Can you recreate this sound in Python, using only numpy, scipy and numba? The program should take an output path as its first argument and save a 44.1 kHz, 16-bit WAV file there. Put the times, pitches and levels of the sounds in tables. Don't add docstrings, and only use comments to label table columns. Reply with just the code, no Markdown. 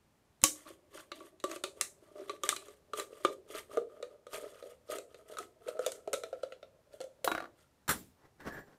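import sys
import numpy as np
from scipy import signal
from scipy.fft import rfft, irfft, next_fast_len
from scipy.io import wavfile
from scipy.ndimage import map_coordinates
from numba import njit

SR = 44100
rng = np.random.default_rng(int(sys.argv[2]) if len(sys.argv) > 2 else 0)


def dump_mix(stems):
    frames = np.atleast_2d(stems).T
    limited = np.clip(frames, -1, 1)
    pcm = np.round(limited * 32767).astype(np.int16)
    wavfile.write(sys.argv[1], SR, pcm)


N = 387189

# frequency in Hz, relative density in dB per Hz.
AIR = [(25, -21), (75, -4.5), (200, -11), (800, -17), (1500, -23), (3000, -28), (10000, -33), (15500, -38)]
# frequency in Hz, t60 in seconds.
ROOM = [(100, 0.29), (400, 0.44), (1200, 0.17), (3000, 0.18), (8000, 0.26), (15000, 0.25)]
SNAPS = [(0.4174, -55, -62, -77, -62), (0.439, -17, -28.5, -30, -33), (1.118, -64.5, -47, -46.5, -47.5),
         (1.2066, -75, -71, -49.5, -48.5), (1.401, -62.5, -61.5, -89.5, -73),
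         (1.4408, -44.5, -45, -34.5, -33), (1.5144, -49, -48, -46, -48.5), (1.5612, -55, -51.5, -53, -45),
         (1.6387, -41, -38.5, -42.5, -38), (1.812, -30, -38, -40.5, -50.5),
         (2.2962, -58.5, -46.5, -37.5, -40), (2.4359, -41.5, -45, -35, -38.5),
         (2.4913, -29.5, -32.5, -41, -55), (2.5267, -66, -68, -35, -52), (2.564, -46.5, -46, -53, -50.5),
         (2.684, -62.5, -70, -59.5, -50.5), (2.935, -55.5, -49, -35.5, -41), (2.998, -45, -44, -37, -43.5),
         (3.2498, -45, -37.5, -23, -25.5), (3.7724, -56.5, -54, -37, -25.5), (4.027, -59, -52.5, -52, -37),
         (4.2681, -67.5, -62, -52.5, -48), (4.6259, -70, -63, -65, -45), (4.9851, -51, -53.5, -56, -43.5),
         (5.1453, -69, -62, -61.5, -51.5), (5.3708, -61, -56, -44.5, -53), (5.3863, -47.5, -50, -37.5, -55),
         (5.6843, -54, -54, -71, -37), (5.793, -57, -59, -43.5, -29), (5.864, -39, -39.5, -52, -29.5),
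         (5.9194, -45.5, -51.5, -62, -49), (6.0758, -64, -61.5, -58, -35),
         (6.132, -37.5, -43.5, -39.5, -33.5), (6.1398, -43, -41.5, -40, -30), (6.236, -54, -50, -46, -39.5),
         (6.329, -71, -60.5, -55, -35.5), (6.4327, -61, -51, -53, -34), (6.5227, -77, -54, -54.5, -45.5),
         (6.629, -79, -60.5, -60, -49), (7.0049, -58.5, -56.5, -76, -39), (7.0136, -55, -54, -58, -44),
         (7.0406, -62.5, -70, -88, -43.5), (7.245, -46.5, -42, -58, -31)]
# time in seconds, air cavity in Hz, panel in Hz, wall ring in Hz.
BOTTLE = [(.44, 304.6, 552, 1125), (1.44, 370.8, 573, 1168), (3.25, 423, 560, 1196),
          (3.8, 477.4, 560, 1223), (5, 500, 586, 1257), (6.1, 493.8, 655.4, 1315), (7.2, 530, 610, 1380)]
# frequency in Hz, relative density in dB per Hz.
CRACK = [(3000, -30.5), (5200, -6.5), (6300, 0), (7500, 1), (8500, 0.5), (10000, -4.5), (14000, -15),
         (16000, -21.5)]
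CRUNCH = [(600, -17), (1400, -4.5), (2500, -2.5), (3400, -2.5), (4000, 0.5), (4800, -11), (7000, -18),
          (15000, -37)]
CLASH = [(3000, -12), (7000, -10), (10000, -6), (14500, -4), (16000, -11)]
RASP = [(600, -29), (1300, -7.5), (1950, 8), (2400, -9), (3400, 5.5), (4000, 1.5), (4800, -8), (7300, 0.5),
        (10000, -1.5), (15500, -14)]
# start in seconds, hold in seconds, rasp level in dB before trims, creak level in dB.
BLADE_MOVES = [(.56, 0.076, -64.5, -65), (.67, 0.037, -56, -52.5), (.945, 0.055, -52.5, -55.5),
               (1.16, .11, -64, -56.5), (1.495, 0.05, -53.5, -46), (1.78, .03, -62, -58),
               (2.03, 0.1, -76, -62.5), (2.16, 0.19, -65, -51), (2.45, 0.066, -48, -49.5),
               (2.61, 0.11, -62.5, -65), (2.975, 0.026, -45.5, -45.5), (3.12, 0.21, -64, -56.5),
               (3.50, 0.044, -55.5, -54.5), (3.55, 0.032, -46, -51), (3.715, .04, -58.5, -44),
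               (3.90, .24, -76.5, -55), (4.335, 0.027, -46.5, -43.5), (4.40, 0.082, -59.5, -49),
               (4.52, .2, -66, -57.5), (4.91, 0.046, -46, -39.5), (5.10, 0.11, -72.5, -63),
               (5.29, 0.053, -60.5, -52), (5.39, 0.033, -55, -47.5), (5.625, .04, -73.5, -57),
               (5.68, 0.014, -54.5, -38.5), (5.76, 0.043, -70, -46.5), (5.825, 0.026, -52, -50),
               (5.95, .02, -67.5, -53.5), (6.04, 0.48, -76, -65.5), (6.935, 0.023, -66, -57.5),
               (7.58, 0.051, -71.5, -79)]
# frequency in Hz, relative level in dB, t60 in seconds.
NECK = [(331, -6.5, 0.058), (530, -2, 0.029), (692, 3, 0.022), (1160, 1, 0.033), (1430, 6.5, 0.022),
        (1635, -6, 0.022), (1870, -12, 0.018), (3870, -19, 0.11), (4200, -23, 0.046)]
STEEL = [(4230, -14, 0.12), (5370, -13, 0.11), (5750, -10, .08), (7360, -4, 0.089), (8300, -9.5, 0.16),
         (9426, -6.5, 0.11), (10350, -14, .14), (10980, -11, .12), (12020, -5, 0.11), (12520, -10, .12),
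         (13200, -16, .09), (14500, -9, .1)]
# time in seconds, steel level in dB before trim, knock level in dB.
CONTACTS = [(7.879, -37.5, -37.5), (7.8909, -27, -26.5), (7.907, -31, -32.5), (7.919, -45, -52),
            (8.403, -73, -53.5), (8.4732, -79, -48)]
# start in seconds,
# hold in seconds, scrape level in dB, squeak level in dB, blade ring level in dB.
BENCH_MOVES = [(8.19, 0.077, -68, -89, -103), (8.42, 0.14, -52.5, -60, -84),
               (8.515, 0.079, -53.5, -51.5, -65), (8.68, 0.049, -64, -83.5, -90)]
# frequency in Hz, relative density in dB per Hz.
KNOCK = [(60, -19), (300, -0.5), (800, -1.5), (1200, 3.5), (1600, 5), (2200, -6.5), (4000, -14),
         (7000, -22), (15000, -28.5)]
THUD = [(25, -18.5), (65, -3), (260, -2), (500, -16.5), (1200, -24.5)]
SCRAPE = [(70, -5), (300, 1), (1800, -9.5), (2600, -22), (4800, -25.5), (5700, -24), (6800, -30.5),
          (15000, -36)]

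HIT = SR // 3
LEAD = 90
SWELL_DB_PER_S, RELEASE_DB_PER_S = 655, 418.5
SETTLE_DB, SETTLE_DB_PER_S = -12, 269.5
GRIP_DB = -73.5
CLUMP_DB = 3
LANDING_S, LANDING_DB, FLIGHT_S, FLIGHT_SHRINK, BOUNCE_LOSS_DB = 7.2759, -25.5, .0402, .845, 4
TOP_HZ = 15450


def amp(db):
    return 10 ** (np.asarray(db) / 20)


def unit(x):
    return x / np.sqrt(np.mean(x ** 2) + 1e-20)


def blow(x):
    return x * np.sqrt(SR / 100 / np.sum(x ** 2))


def along(points, hz):
    f, v = np.transpose(points)
    return np.interp(np.log(hz + 1), np.log(f + 1), v)


def curves(rows, at):
    s, *cols = np.transpose(rows)
    return [np.interp(at, s, c) for c in cols]


def clock(size):
    return np.arange(size) / SR


def wobble(rate):
    knots = rng.standard_normal(int(N * rate / SR) + 4)
    return map_coordinates(knots, [np.arange(N) * rate / SR])


def add(track, s, x):
    part = track[round(s * SR):][:len(x)]
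    part += x[:len(part)]


def colour(x, spectrum):
    size = 4096
    cep = irfft(np.log(amp(along(spectrum, np.fft.rfftfreq(size, 1 / SR)))))
    cep[1:size // 2] *= 2
    cep[size // 2 + 1:] = 0
    return signal.fftconvolve(x, irfft(np.exp(rfft(cep))))[:len(x)]


def burst(t, t60, spectrum):
    puff = rng.standard_normal(len(t)) * amp(-60 * t / t60)
    return blow(colour(puff, spectrum))


def ring(t, modes, attack, scatter_db=2):
    waves = np.zeros(len(t))
    for hz, db, t60 in modes:
        level = amp(db + scatter_db * rng.normal() - 60 * t / t60)
        waves += level * np.sin(2 * np.pi * (hz * t + rng.random()))
    return blow(waves * (1 - np.exp(-t / attack)) ** 2)


def grains(rate, spread_db):
    sizes = amp(spread_db * np.minimum(rng.exponential(size=N), 4))
    return unit((rng.random(N) < rate / SR) * sizes * rng.choice([-1, 1], N))


@njit
def resonate(x, hz, width_hz):
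    y, z = np.zeros(len(x)), 0j
    for i in range(len(x)):
        z = z * np.exp((2j * np.pi * hz[i] - np.pi * width_hz) / SR) + x[i]
        y[i] = z.real
    return y


def room(x, wet_db):
    hz, t, z = signal.stft(rng.standard_normal(HIT), SR, nperseg=256)
    decay = amp(-60 * t / along(ROOM, hz)[:, None])
    tail = signal.istft(z * decay, SR, nperseg=256)[1]
    tail *= 1 - np.exp(-(clock(len(tail)) / 0.0025) ** 2)
    return amp(wet_db) * signal.fftconvolve(x, tail / np.linalg.norm(tail))[:len(x)]


def in_room(x, wet_db):
    return x + room(x, wet_db)


def gesture(t, start, length):
    swell = -SWELL_DB_PER_S * np.maximum(start - t, 0)
    release = -RELEASE_DB_PER_S * np.maximum(t - start - length, 0)
    return swell + release


def gesture_levels(rows):
    t = clock(N)
    levels = np.full((len(rows[0]) - 2, N), -120.)
    for start, length, *dbs in rows:
        near = slice(*np.searchsorted(t, [start - .5, start + length + .5]))
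        move = np.array(dbs)[:, None] + gesture(t[near], start, length)
        levels[:, near] = np.maximum(levels[:, near], move)
    return levels


def room_air():
    noise = unit(colour(rng.standard_normal(N), AIR))
    return amp(-71.5 + 0.67 * wobble(2.8)) * noise


def fracture(t, spectrum, sharp, t60, wet_db):
    click = blow(colour(1. * (t == t[LEAD]), spectrum))
    swell = np.minimum(t / t[LEAD], 1) ** 3
    tearing = blow(swell * burst(t, t60, spectrum))
    sharp = np.clip(sharp, 0, 1)
    return np.sqrt(sharp) * click + np.sqrt(1 - sharp) * tearing + room(click, wet_db)


def through_wall(x, share, t60):
    t = clock(1024)
    modes = rng.standard_normal(len(t)) * amp(-60 * t / t60) * (t > 0)
    rung = signal.fftconvolve(x, modes / np.linalg.norm(modes))[:len(x)]
    share = np.clip(share, 0, 1)
    return np.sqrt(1 - share) * x + np.sqrt(share) * rung


def snaps():
    out, t = np.zeros(N), clock(HIT)
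    for s, crack_db, crunch_db, wall_db, body_db in SNAPS:
        air_hz, panel_hz, wall_hz = curves(BOTTLE, s)
        sharp = np.interp(crack_db, [-42, -18], [.1, .8])
        crack = fracture(t, CRACK, sharp, t60=.014, wet_db=-7.0)
        crack = through_wall(crack, share=0.034, t60=0.0078)
        crunch = fracture(t, CRUNCH, sharp / 2, t60=0.023, wet_db=-4.5)
        crunch = through_wall(crunch, share=0.36, t60=.015)
        add(out, s - t[LEAD], amp(crack_db + 1) * crack + amp(crunch_db + 2) * crunch)

        bend = np.exp(.04 * rng.standard_normal(2))
        panel_hz, side_hz = np.array([panel_hz, 1.09 * wall_hz]) * bend
        wall_hz = wall_hz * (1 + 0.011 * rng.normal())
        air_hz = air_hz * (1 + 0.038 * rng.normal())
        life = np.interp(s, [BOTTLE[0][0], BOTTLE[1][0], BOTTLE[-1][0]], [.16, .07, .048])
        wall = ring(t, [(wall_hz, 0, 0.94 * life), (side_hz, -3, .022)], attack=0.00054)
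        body = ring(t, [(air_hz, 0, life), (panel_hz, .5, 0.66 * life)], attack=0.0016)
        hollow = amp(wall_db) * wall + amp(body_db) * body
        add(out, s - t[LEAD] / 2, in_room(hollow, wet_db=-10.0))
    add(out, SNAPS[1][0] - .008, amp(-39.5) * burst(t, .07, THUD))
    add(out, SNAPS[-1][0], amp(-37.0) * fracture(t, CLASH, 0.092, t60=0.016, wet_db=-1.5))
    return out


def settling():
    power, t = np.zeros(N), clock(SR // 2)
    for s, *_, body_db in SNAPS:
        add(power, s, amp(body_db + SETTLE_DB - SETTLE_DB_PER_S * t) ** 2)
    return np.sqrt(power)


def crackle(level_db, rate, spread_db):
    t = clock(128)
    when, life, size = rng.random((3, int(rate * N / SR), 1))
    start = (when * (N - len(t))).astype(int)
    hz = np.minimum(3600 * np.exp(.55 * rng.standard_normal(when.shape)), 13000)
    strength = amp(spread_db * np.minimum(-np.log(1 - size), 3))
    decay = np.exp(-hz * t / (1 + 3 * life))
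    pings = strength * np.sin(2 * np.pi * hz * t) * decay
    places = start + np.arange(len(t))
    return amp(level_db) * unit(np.bincount(places.ravel(), pings.ravel(), N))


def blades_and_creaks():
    t = clock(N)
    held = (t > SNAPS[0][0]) & (t < SNAPS[-1][0])
    blade_db, move_creak_db = gesture_levels(BLADE_MOVES)
    flex = np.sqrt(amp(move_creak_db) ** 2 + settling() ** 2 + held * amp(GRIP_DB) ** 2)
    air_hz, panel_hz, wall_hz = curves(BOTTLE, t)

    rasp = unit(colour(grains(rate=1500, spread_db=-2.0), RASP))
    rasp = amp(blade_db - 2.5 + 3.7 * wobble(70)) * rasp
    tears = crackle(blade_db - 5 + CLUMP_DB * wobble(rate=60), rate=800, spread_db=4)
    edge = through_wall(rasp, share=0.51, t60=0.019) + tears

    slip_spectrum = [(100, -29.5), (330, 4.5), (650, 1), (900, -19), (2500, -16.5)]  # (Hz, dB per Hz)
    slips = colour(grains(rate=300, spread_db=4.5), slip_spectrum)
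    grip = np.exp(.065 * wobble(14))
    air = unit(resonate(slips, air_hz * grip, 68.0))
    panel = unit(resonate(slips, panel_hz / grip, 62.))
    body = air + amp(-2) * panel
    wall_slips = grains(rate=480, spread_db=4.5)
    wall = unit(resonate(wall_slips, wall_hz * (1 + 0.005 * wobble(27)), 70.))
    creak = flex * unit(body) + (amp(-17) * flex + amp(blade_db - 6.0)) * wall
    return in_room(edge, wet_db=-9.5) + in_room(creak, wet_db=-8.5)


def falling_neck(count=8):
    out, t, s = np.zeros(N), clock(SR // 2), LANDING_S
    for k in range(count):
        hit = ring(t, NECK, attack=.0003) + amp(-4.5) * burst(t, .028, KNOCK)
        add(out, s, in_room(amp(LANDING_DB - BOUNCE_LOSS_DB * k) * hit, wet_db=-7.5))
        s += FLIGHT_S * FLIGHT_SHRINK ** k
    return out


def scissors_down():
    out, t = np.zeros(N), clock(SR // 2)
    for s, steel_db, knock_db in CONTACTS:
        steel = ring(t, STEEL, attack=0.0012) + amp(-3.0) * burst(t, 0.14, RASP)
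        knock = burst(t, 0.11, KNOCK) + amp(-9.0) * burst(t, 0.4, THUD)
        add(out, s, in_room(amp(steel_db - 3.5) * steel + amp(knock_db) * knock, wet_db=-11.5))
    return out


def sliding_on_bench():
    scrape_db, squeak_db, blade_db = gesture_levels(BENCH_MOVES)
    slips = grains(rate=900, spread_db=-2.5)
    squeak_hz = 1720 + 65 * wobble(60)
    squeak = resonate(resonate(slips, squeak_hz, 240.), squeak_hz, 240.)
    squeak = amp(squeak_db) * unit(squeak)
    scrape = unit(colour(grains(rate=3400, spread_db=0.0), SCRAPE))
    scrape = amp(scrape_db + 4.5 * wobble(55)) * scrape
    blade_slips = grains(rate=150, spread_db=2.5)
    blades = signal.fftconvolve(blade_slips, ring(clock(SR // 2), STEEL, attack=.0005))[:N]
    blades = amp(blade_db) * unit(blades)
    return in_room(scrape + squeak + blades, wet_db=-6)


def scene():
    bottle = snaps() + blades_and_creaks() + falling_neck()
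    return (room_air() + bottle + scissors_down() + sliding_on_bench())[None]


def record(dry):
    dry = dry / (1 + (dry / .85) ** 6) ** (1 / 6)
    size = next_fast_len(N + SR // 2)
    hz = np.fft.rfftfreq(size, 1 / SR)
    low_pass = 1 / np.sqrt(1 + (hz / TOP_HZ) ** 160)
    return irfft(rfft(dry, size) * low_pass, size)[:, :N]


dry = scene()
out = record(dry)
dump_mix(out)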